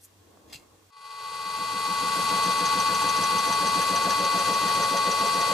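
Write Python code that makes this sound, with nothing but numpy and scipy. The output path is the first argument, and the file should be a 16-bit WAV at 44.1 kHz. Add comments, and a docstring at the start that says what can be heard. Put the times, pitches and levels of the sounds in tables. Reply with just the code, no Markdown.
"""A workshop: a lathe spins a face-milling cutter. First it is quiet, with a hum, a passing rumble,
hiss noise and puffs of compressed air that ring the air gun. Then the machine fades in: the inverter-fed
motor whines in sums of steady sines over the headstock's roar, which is noise shaped by resonances.
The drive thumps in low tones that swell and fade once a spindle turn, with growling noise from the block,
and teeth squeak as they graze the steel: rough, sinking rings with a scrape and a dull body ring."""
import sys
import numpy as np
from scipy import signal
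from scipy.fft import rfft, irfft, next_fast_len
from scipy.io import wavfile
from scipy.ndimage import uniform_filter1d, map_coordinates

SR = 44100
rng = np.random.default_rng(int(sys.argv[2]) if len(sys.argv) > 2 else 0)


def store_wav(level_fs):
    """Save 16-bit WAV to argv[1]."""
    pcm = np.round(np.clip(np.atleast_2d(level_fs), -1, 1) * 32767)
    wavfile.write(sys.argv[1], SR, pcm.T.astype(np.int16))


N = 243873
TIME_S = np.arange(N) / SR
HALVES = np.array([[.5], [-.5]])  # splits a left-right difference between the channels
TURN_HZ = 6.92  # spindle turns a second
START_S = .905  # the quiet shop ends and the scene changes to the running machine


def amp(db):
    """dB to gain."""
    return 10 ** (np.asarray(db) / 20)


def unit(x):
    """Scaled to rms 1."""
    return x / np.sqrt(np.mean(x ** 2) + 1e-20)


def along(points, hz):
    """Value at hz between (Hz, value) points, on a log frequency axis."""
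    f, value = np.transpose(points)
    return np.interp(np.log(hz + 1), np.log(f + 1), value)


def gains(rows):
    """One gain per sample for each dB column; silence outside the rows."""
    s, *columns = np.transpose(rows)
    return [amp(np.interp(TIME_S, s, db, left=-200, right=-200)) for db in columns]


def wobble(rate):
    """A smooth random curve, rate knots a second."""
    knots = rng.standard_normal(int(N * rate / SR) + 4)
    return map_coordinates(knots, [np.arange(N) * rate / SR])


def filtered(x, response):
    """x times a response of frequency."""
    m = next_fast_len(x.shape[-1] + 8192)
    spectrum = rfft(x, m) * response(np.fft.rfftfreq(m, 1 / SR))
    return irfft(spectrum, m)[..., :x.shape[-1]]


def humps(modes, f):
    """Gain of (Hz, width Hz, dB) resonances standing on a flat floor."""
    return np.sqrt(1 + sum(amp(2 * db) / (1 + (2 * (f - c) / w) ** 2) for c, w, db in modes))


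def lead_phase(points, hz):
    """Left and right phasors for a left lead given as (Hz, rad) points."""
    return np.exp(1j * HALVES * along(points, hz))


def rush(colour, alike, patchy_db, size=N):
    """Stereo noise of rms 1 over its first size samples, with patches of random gain."""
    z = signal.stft(rng.standard_normal((2, size)), nperseg=512)[2]
    patches = uniform_filter1d(rng.standard_normal(z.shape[1:]), size=6, axis=0)
    patches = uniform_filter1d(patches, size=8, axis=1)
    pair = signal.istft(z * amp(patchy_db * unit(patches)), nperseg=512)[1][:, :size]

    def mid_side(hz):
        # the likeness of left and right sets the balance of mid and side
        angle = np.arccos(np.clip(along(alike, hz), -1, 1)) / 2
        return colour(hz) * [np.cos(angle), np.sin(angle)]

    mid, side = filtered(pair, mid_side)
    return np.pad(unit(np.array([mid + side, mid - side])), ((0, 0), (0, N - size)))


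# Passing rumble. Each row: time in seconds, level in dB.
PASSING_LEVEL = [(0, -68), (.17, -61), (.52, -55.5), (.7, -59.5), (.905, -65.5)]
# Colours of the rumble and the hiss. Each row: frequency in Hz, density in dB per Hz.
RUMBLE_COLOUR = [(15, -48), (25, -20), (96, -5), (124, -15), (257, -11.5), (300, -14.5), (515, -13),
                 (834, -14.5), (936, -16), (1090, -16), (2500, -40), (3250, -69), (5500, -120)]
HISS_COLOUR = [(880, -9), (1500, -2.5), (2800, -3), (3280, -2), (4100, -3.5), (6560, -4.5), (9060, -5.5),
               (15500, -13)]
# Resonances in the rumble. Each row: frequency in Hz, width in Hz, boost in dB.
RUMBLE_MODES = [(310, 44, 10.5), (453, 53, 6.5), (1100, 45, 6)]
HUM_DB, HISS_DB = -66, -63


def shop():
    """The idle workshop: a sine hum wavering in pitch and level, a passing noise rumble and hiss."""
    rumble_gain, = gains(PASSING_LEVEL)
    phase = 2 * np.pi * 96 * TIME_S + 0.88 * wobble(8.6)
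    hum = unit(np.sin(phase) * amp(2.2 * wobble(8.6)))
    rumble = rush(lambda f: amp(along(RUMBLE_COLOUR, f)) * humps(RUMBLE_MODES, f),
                  [(60, 1.0), (1500, 0.14)], patchy_db=-1.5, size=SR)
    hiss = rush(lambda f: amp(along(HISS_COLOUR, f)),
                [(2000, 0.048), (12000, 0.22)], patchy_db=0.5, size=SR)
    quiet = TIME_S < START_S
    return (amp(HUM_DB) * hum + amp(HISS_DB) * hiss) * quiet + rumble_gain * rumble


# Two puffs of air, one list each. Each row: time in seconds, level in dB.
PUFF_LEVELS = [
    [(0.0, -80), (0.008, -65), (0.05, -47.5), (0.09, -78)],
    [(0.478, -68), (0.495, -62), (0.499, -56), (0.525, -56), (0.527, -43), (0.546, -40.5), (0.562, -47.5),
     (0.6, -61), (0.64, -68)],
]
# Nozzle colour of each puff, one list each. Each row: frequency in Hz, density in dB per Hz.
NOZZLE_COLOURS = [
    [(880, -58), (1500, -26), (1820, -13), (3690, -22), (3950, -13), (8460, 0), (12600, -2), (15500, -21)],
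    [(350, -44), (600, -17), (1150, -12.5), (1690, -11), (2100, -3), (2680, -2), (2990, -7), (3240, -3),
     (7040, -3), (15500, -17)],
]
# Air gun resonances. Each row: frequency in Hz, width in Hz, boost in dB.
GUN_MODES = [(2146, 60, 5), (2760, 90, 10), (3280, 80, 7), (4120, 46, 8), (4930, 70, 9)]
# Knocks of the gun. Each row: time in seconds, level in dB, share of the full ring length.
GUN_KNOCKS = [(.499, -54, .5), (.528, -42, 1), (.535, -49, .6), (.545, -48, .8), (.551, -49, 1)]
# Rings in every knock. Each row: frequency in Hz, dB relative to the knock, full 60 dB decay in seconds.
GUN_RINGS = [(824, -4, 0.02), (2156, -11, 0.41), (2710, -12.5, 0.18), (3290, -14, .2), (4130, -11, .1)]
# Single short rings. Each row: time in seconds, starting level in dB, frequency in Hz, 60 dB decay in seconds.
SINGLE_RINGS = [(.551, -46, 141, .08), (.373, -47, 1120, .015), (.373, -49, 620, .02)]


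def air_gun():
    """Puffs of turbulent air sputter as shaped noise; knocks set off decaying sine rings of the gun."""
    out, t = np.zeros((2, N)), np.arange(SR // 8) / SR
    for rows, colour in zip(PUFF_LEVELS, NOZZLE_COLOURS):
        air = rush(lambda f: amp(along(colour, f)) * humps(GUN_MODES, f),
                   [(2000, 0.53), (12000, 0.73)], patchy_db=3.0, size=SR)
        sputter = unit(amp(1.7 * wobble(700)))
        out += gains(rows)[0] * air * sputter
    rings = [(s, db + level, hz, t60 * share)
             for s, db, share in GUN_KNOCKS for hz, level, t60 in GUN_RINGS]
    for s, db, hz, t60 in [*rings, *SINGLE_RINGS]:
        out[:, round(s * SR):][:, :len(t)] += amp(db - 60 * t / t60) * np.sin(2 * np.pi * hz * t)
    return out


# Edges of the stairs that open the fade. Each entry: time in seconds.
STAIR_EDGES = [.905, .925, .965, 1.008, 1.045, 1.105, 1.18]
FADE_FROM_S, FADE_TO_S = 0.89, 2.37


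def fade():
    """Silence until the scene changes, then a straight rise to full level that first climbs in stairs."""
    edges = np.array(STAIR_EDGES)
    centres = (edges[1:] + edges[:-1]) / 2
    held = centres[np.clip(np.searchsorted(edges, TIME_S) - 1, 0, len(edges) - 2)]
    stairs = uniform_filter1d(np.where(TIME_S < edges[-1], held, TIME_S), size=100)
    return np.clip((stairs - FADE_FROM_S) / (FADE_TO_S - FADE_FROM_S), 0, 1) * (TIME_S > START_S)


# Motor tones. Each row: multiples of the switching rate, of the step and of the beat,
# level in dB rms, left-right difference in dB, flutter in rad.
MOTOR_TONES = [(0, 4, 1, -47.3, 1.8, 0), (0, 5, -1 / 3, -47.2, 5.3, 0), (0, 5, 0, -25.7, 4.1, .12),
               (0, 6, 1, -53.5, -1.8, 0), (0, 7, -1, -53.5, .2, 0), (0, 7, 0, -47.9, 2.9, 0),
               (0, 12, 0, -45.8, 2.9, 0), (1, -5, -1, -52, 1.3, 0), (1, -5, 0, -36.5, -9.1, .95),
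               (1, -5, 1, -50.5, 0, 0), (1, -3, 0, -54, 3.8, 0), (1, -2, -1, -46.2, .4, 0),
               (1, -2, 0, -51.8, 8.2, 0), (1, 0, 0, -39.7, 9.3, 0), (1, 2, 0, -41.6, 13.7, 0),
               (1, 5, 0, -46, 1.1, .3), (1, 7, 0, -51.8, 4, 0), (1, 7, 1, -52.7, 2.6, 0),
               (1, 12, 0, -50.9, -6, 0), (2, -7, 0, -57.1, 8.8, 0), (2, -5, 0, -51.5, -2.5, .35),
               (2, -3, 0, -50, 3.1, 0), (2, -2, 0, -50, -2, 0), (2, 0, 0, -40.7, .1, 0),
               (2, 0, 2, -60, 2.5, 0), (2, 2, -2, -58.9, 1.9, 0), (2, 2, 0, -36.8, 1.1, 0),
               (2, 2, 2, -57.3, -3.6, 0), (2, 2, 4, -47.8, 2.8, .3), (2, 3, 0, -58.9, 3, 0),
               (2, 8, 0, -54.5, 8.5, 0), (2, 25, 0, -59.3, 4.3, 0), (3, -12, 0, -54.5, 6.7, 0),
               (3, -10, 0, -56.8, -3.1, .3), (3, -7, 0, -51.9, 5.5, 0), (3, -5, 0, -52.1, 8.5, 0),
               (3, -3, 0, -51, 11.6, 0), (3, 2, 0, -53.6, -1.2, 0), (3, 25, 0, -59.8, -5.6, 0),
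               (4, -7, 0, -60.2, .6, 0), (5, -8, 0, -56.5, 2, 0), (5, 0, -5, -54.7, 6.5, 0),
               (5, 0, 6, -60.5, -.5, 0), (0, 2, 0, -51, 0, 0)]
# Gear tones, and the motor's tone three steps up at 674 Hz. Each row: frequency in Hz, level in dB rms, left-
# right difference in dB, flutter in rad.
GEAR_TONES = [(427, -57, -.6, 0), (506, -54.5, 0, .3), (533, -58, 0, 0), (674, -57, 0, 0),
              (4860.2, -48.3, 5.7, .2)]
# Side lines of every tone. Entries: dB one beat under, one beat over and two beats over it.
SIDE_LINES_DB = [-30, -16, -30]
# Change in side line strength. Each row: frequency in Hz, gain in dB.
SIDE_LINE_GAIN = [(1200, 0), (1570, -4), (2000, -3), (2450, 1), (2700, -9), (3120, -6), (3500, 0),
                  (4000, -1), (4450, -6), (5300, 3)]
# Phase between the channels. Each row: frequency in Hz, left lead in rad.
TONE_LEAD = [(500, 0.14), (880, 0.92), (1200, 0.65), (1500, 0.43), (2000, 0.12), (2450, 0.92),
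             (2900, 0.043), (3400, -0.084), (4450, -0.53), (8000, 0.42), (12000, 0.93)]
SWITCH_HZ, STEP_HZ = 2000, 224.75  # inverter switching rate, step of its side tones
BEAT_HZ, SHAFT_HZ = 82.5, 13.65  # twice the drive frequency, shaft turns a second
QUIVER_DB, QUIVER_RATE = -22, 50  # fast random unsteadiness, knots a second


def whine():
    """Motor and gear sines flutter with the shaft and beat with the drive, panned and lagged per tone."""
    out = np.zeros((2, N))
    shaft = np.cos(2 * np.pi * (SHAFT_HZ * TIME_S - .22))
    beat = np.exp(2j * np.pi * BEAT_HZ * TIME_S)
    under, over, twice = amp(SIDE_LINES_DB)
    sides = under / beat + over * beat + twice * beat ** 2
    drift = 0.078 * wobble(5.55)  # rad, shared by all tones
    motor = [(a * SWITCH_HZ + b * STEP_HZ + c * BEAT_HZ, *rest) for a, b, c, *rest in MOTOR_TONES]
    # three quivers, dealt out in turn
    quivers = [1 + amp(QUIVER_DB) * (wobble(QUIVER_RATE) + 1j * wobble(QUIVER_RATE)) for _ in range(3)]
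    for k, (hz, db, pan_db, flutter) in enumerate([*motor, *GEAR_TONES]):
        phase = 2 * np.pi * (hz * TIME_S + rng.random()) + drift + flutter * shaft
        channels = unit(amp(HALVES * pan_db)) * lead_phase(TONE_LEAD, hz)
        swell = 1 + min(0.78 * flutter, .3) * shaft
        beating = 1 + amp(along(SIDE_LINE_GAIN, hz)) * sides
        tone = swell * beating * quivers[k % len(quivers)] * np.exp(1j * phase)
        out += amp(db) * np.imag(channels * tone)
    return out * np.sqrt(2)  # sine peak for the rms levels


# Colour of the roar. Each row: frequency in Hz, density in dB per Hz.
ROAR_COLOUR = [(40, -19), (100, -4), (400, -14.5), (1300, -7), (1750, -11.5), (2300, -8), (3000, -3.5),
               (3500, -5.5), (4300, -5.5), (5100, -7), (6000, -6.5), (8000, -7.5), (10000, -7.5),
               (12500, -13.5), (14000, -23.5), (15500, -31)]
# Headstock resonances. Each row: frequency in Hz, width in Hz, boost in dB.
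CASING_MODES = [(455, 64, 14), (634, 23, 7), (880, 40, 16.5), (960, 32, 13.5), (1114, 16, 13.5),
                (1445, 60, 13.5), (1977, 66, 11), (4930, 110, 6), (8220, 68, 4), (9500, 300, -5)]
# Stereo width. Each row: frequency in Hz, likeness of left and right (1 is identical).
ROAR_LIKENESS = [(60, 0.84), (120, 0.88), (240, 0.91), (480, 0.97), (950, 0.77), (1890, 0.6), (3770, 0.18),
                 (7520, 0.66), (15000, 0.34)]
# Stereo balance. Each row: frequency in Hz, left-right difference in dB.
ROAR_PAN = [(60, -4), (130, 0.5), (290, -1), (640, -2), (1410, 4), (3100, 2), (6820, 1.5), (15000, 0)]
# Phase between the channels. Each row: frequency in Hz, left lead in rad.
ROAR_PHASE = [(0, -0.5), (1120, 0.63), (1810, 0.85), (2930, -0.1), (3790, 0.1), (4650, -1.5), (5340, 1),
              (9470, -0.7), (15200, 3.5)]
BANDING_DB, BANDING_HZ = 1.7, 70  # random ripple in the roar's colour: depth in dB, spacing in Hz


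def roar():
    """Gears, bearings and fan: noise in the casing's resonances, swelling twice a turn."""
    ripple = rng.standard_normal(SR // BANDING_HZ)

    def colour(f):
        banding = BANDING_DB * map_coordinates(ripple, [f / BANDING_HZ])
        return amp(along(ROAR_COLOUR, f) + banding) * humps(CASING_MODES, f)

    noise = rush(colour, ROAR_LIKENESS, patchy_db=.9)
    noise = filtered(noise, lambda f: amp(HALVES * along(ROAR_PAN, f)) * lead_phase(ROAR_PHASE, f))
    swell_db = 0.96 * np.cos(2 * np.pi * (2 * TURN_HZ * TIME_S - .8))
    return noise * amp(swell_db + 0.9 * wobble(9))


# Thin steady whines. Each row: frequency in Hz, level in dB rms.
TREBLE_WHINES = [(4503, -61), (5219, -64), (5574, -63), (5655, -63), (6201, -60), (6920, -61), (7124, -62),
                 (7326, -60), (7573, -61), (7821, -64), (7903, -63), (8494, -62), (8629, -63), (8944, -57),
                 (9423, -64), (9453, -60), (9504, -64), (9536, -63), (10045, -64), (10411, -64),
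                 (10578, -61), (11423, -64), (11536, -63)]
FAINT_DB, FAINT_SCATTER_DB = -65.5, 3  # base level, added to the roar's colour, and its random spread


def faint_tones():
    """Weak sines of chance strength at sums of switching rate, steps and beats, and thin treble whines."""
    a, b, c = np.mgrid[0:7, -12:13, -1:2].reshape(3, -1)
    hz = a * SWITCH_HZ + b * STEP_HZ + c * BEAT_HZ
    hz = hz[hz > STEP_HZ * 4]
    size, pan, turn = rng.standard_normal((len(hz), 3)).T
    channels = amp(1.1 * pan * [[1], [-1]]) * lead_phase(TONE_LEAD, hz)
    level = amp(FAINT_DB + along(ROAR_COLOUR, hz) + FAINT_SCATTER_DB * size)
    lines = np.zeros((2, N // 2 + 1), complex)  # each line is one bin of the whole spectrum
    lines[:, np.round(hz * N / SR).astype(int)] = level * channels * np.exp(10j * turn)
    for line_hz, db in TREBLE_WHINES:
        start = np.exp(2j * np.pi * rng.random())
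        lines[:, round(line_hz * N / SR)] = amp(db) * start * lead_phase(TONE_LEAD, line_hz)[:, 0]
    return irfft(lines, N) * N / np.sqrt(2)


def thumps(swells):
    """Tones swell and fade at the same angles of every turn, a little different each time."""
    out = np.zeros(N)
    for hz, share, half, db in swells:
        turns = TIME_S * TURN_HZ - share + .5
        since = (turns % 1 - .5) / TURN_HZ  # seconds from the swell's centre
        size, slip = rng.standard_normal((int(turns[-1]) + 2, 2))[turns.astype(int)].T
        bump = np.exp(-.5 * (since / half) ** 2)
        out += amp(db + 0.5 * size) * bump * np.sin(2 * np.pi * hz * since + 0.5 * slip)
    return out


# Working levels at full fade. Each row: time in seconds, load on the drive in dB, cutting growl in dB.
LOAD_LEVELS = [(1.2, -27, -49), (1.6, -5.5, -58), (2.3, -1, -42.5), (3, -1.5, -46), (4.2, 0, -37.5),
               (5.53, -3.5, -38)]
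# Lathe bed under load, then block and clamp. Each row: frequency in Hz, density in dB per Hz.
BED_COLOUR = [(50, -120), (90, -41), (130, -14.5), (185, 0.5), (240, -1.5), (290, -3), (350, -7),
              (420, -26), (700, -120)]
GROWL_COLOUR = [(200, -120), (340, -10.5), (430, -1.5), (500, 1), (560, 5.5), (620, -11), (685, 3.5),
                (760, -11), (900, -34), (1500, -120)]
# Drive thumps. Each row: frequency in Hz, share of a turn, half length in seconds, dB at load 0.
DRIVE_THUMPS = [(292, 0.0796, 0.013, -36.5), (184, 0.074, 0.0056, -37), (185, 0.2322, 0.0087, -32),
                (190, 0.54, 0.0079, -40), (498, .14, 0.019, -37.5), (379.5, 0.059, 0.008, -40.5),
                (107.7, 0.198, 0.12, -51.5)]
# Block swells. Each row: frequency in Hz, share of a turn, half length in seconds, dB over the growl.
BLOCK_BITES = [(703, 0.58, 0.0053, 0), (388, .45, 0.0069, -6), (545, 0.574, 0.021, -4)]
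BED_DB = -45  # at load 0


def chug():
    """The load peaks once a turn: it shakes the bed, and two tooth passes growl in the block."""
    load, growl = gains(LOAD_LEVELS)
    angle = 2 * np.pi * TURN_HZ * TIME_S
    bed = rush(lambda f: amp(along(BED_COLOUR, f)), [(200, 0.92)], patchy_db=0.0)
    block = rush(lambda f: amp(along(GROWL_COLOUR, f)), [(500, 0.97)], patchy_db=-0.5)
    bed = bed * amp(4.5 * np.cos(angle - 1.1))
    block = block * amp(4.7 * np.cos(angle - 1.6) + 0.63 * np.cos(2 * angle - 2.2))
    drive = amp(BED_DB) * unit(bed) + thumps(DRIVE_THUMPS)
    return load * drive + growl * (0.88 * unit(block) + thumps(BLOCK_BITES))


# Proudest tooth, once a turn. Each row: time in seconds, squeak in dB before trim, tool body in dB.
PROUD_TOOTH = [(2.370, -31, -48), (2.515, -29, -50), (2.660, -22, -43), (2.803, -23.5, -42),
               (2.949, -25.5, -42), (3.093, -24.5, -44), (3.239, -23, -37), (3.383, -24.5, -45),
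               (3.528, -26, -42), (3.673, -26, -41), (3.817, -28, -33), (3.961, -27, -33),
               (4.106, -27, -31), (4.249, -27, -40), (4.392, -28, -38), (4.540, -28, -36),
               (4.684, -30, -31), (4.829, -28.5, -32), (4.97, -26, -32), (5.116, -27, -43),
               (5.264, -28, -47), (5.410, -29, -33)]
# Lower teeth. Each row: share of a turn later, squeak in dB before trim, tool body in dB.
LOWER_TEETH = [(.5, -35, -44), (.65, -37, -38)]
# Random spread of the lower teeth. Entries: time in seconds, squeak in dB, tool body in dB.
LOWER_SPREAD = [.003, 2.5, 3]


def grazes():
    """Every tooth pass: (s, squeak dB, tool body dB), the lower teeth scattered from turn to turn."""
    starts = np.transpose(PROUD_TOOTH)[0]
    lower = np.array([(s + share / TURN_HZ, db, body_db)
                      for s in starts for share, db, body_db in LOWER_TEETH])
    return np.r_[PROUD_TOOTH, lower + rng.standard_normal(lower.shape) * LOWER_SPREAD]


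SQUEAK_HZ, SINK_HZ_PER_S, SQUEAK_TRIM_DB = 6167, 45, -2.0
# the squeak smears and a broad scrape grows as the cut goes on
ROUGHENS_PER_S, SCRAPE_DB, SCRAPE_DB_PER_S = .12, -10.5, 2.5
LOW_BODY_HZ, HIGH_BODY_HZ, BODY_TURNS_S = 1704, 1893, 4.3  # the upper mode leads after this time


def squeaks():
    """A tooth scrapes the block: a rough, sinking insert ring, a broad scrape and a dull tool body ring."""
    out, t = np.zeros(N + SR), np.arange(SR // 16) / SR
    for s, db, body_db in grazes():
        since = s - PROUD_TOOTH[0][0]
        hz = SQUEAK_HZ - SINK_HZ_PER_S * since + rng.normal(0, 50)
        slips = rng.standard_normal((2, len(t)))
        for size in (36, 30, 24):
            slips = uniform_filter1d(slips, size=size, axis=1)
        # uneven slips smear the ring into a band
        rough = 1 + (0.49 + ROUGHENS_PER_S * since) * (unit(slips[0]) + 1j * unit(slips[1]))
        ring = np.real(rough * np.exp(2j * np.pi * hz * (t - 0.4 * t * t)))
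        scrape = filtered(rng.standard_normal(len(t)), lambda f: 1 / (1 + ((f - 4200) / 2400) ** 4))
        decay = np.exp(-t / (.006 + .0012 * since)) + .15 * np.exp(-t / .025)
        shape = (1 - np.exp(-t / 0.0015)) ** 2 * decay
        squeak = shape * (unit(ring) + amp(SCRAPE_DB + SCRAPE_DB_PER_S * since) * unit(scrape))
        upper = .3 + .6 / (1 + np.exp((BODY_TURNS_S - s) / .1))
        modes = (1.2 - upper) * np.sin(2 * np.pi * LOW_BODY_HZ * t)
        modes += upper * np.sin(2 * np.pi * HIGH_BODY_HZ * t)
        body = amp(-60 * t / 0.11) * (1 - np.exp(-t / 0.0027)) * modes
        begin = round(s * SR) - 160  # a little early, for the soft attack
        out[begin:][:len(t)] += amp(db + SQUEAK_TRIM_DB) * squeak + amp(body_db) * body
    return out[:N]


ROAR_DB, ROAR_LAG = -34, 1.14  # the roar rises a little later: power of the fade


def scene():
    """The machine fades in after the quiet shop; the teeth and the air gun keep their own levels."""
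    rise = fade()
    machine = rise * (whine() + faint_tones() + chug())
    machine += amp(ROAR_DB) * rise ** ROAR_LAG * roar()
    return shop() + air_gun() + machine + squeaks()


# Dips of the microphone housing. Each row: frequency in Hz, half width in Hz, depth 0-1 (held to 0.9).
HOUSING_DIPS = [(2290, 65, 0.5), (5130, 70, 0.4), (3010, 45, 0.75), (9080, 123, 0.9), (11000, 130, 0.57)]
TOP_HZ = 15570  # band limit


def record(dry):
    """The microphone housing cuts narrow dips, and nothing is kept above the band limit."""
    def response(hz):
        dips = [1 - min(depth, .9) / (1 + ((hz - c) / w) ** 2) for c, w, depth in HOUSING_DIPS]
        return np.prod(dips, axis=0) * (hz < TOP_HZ)

    return filtered(dry, response)


dry = scene()
out = record(dry)
store_wav(out)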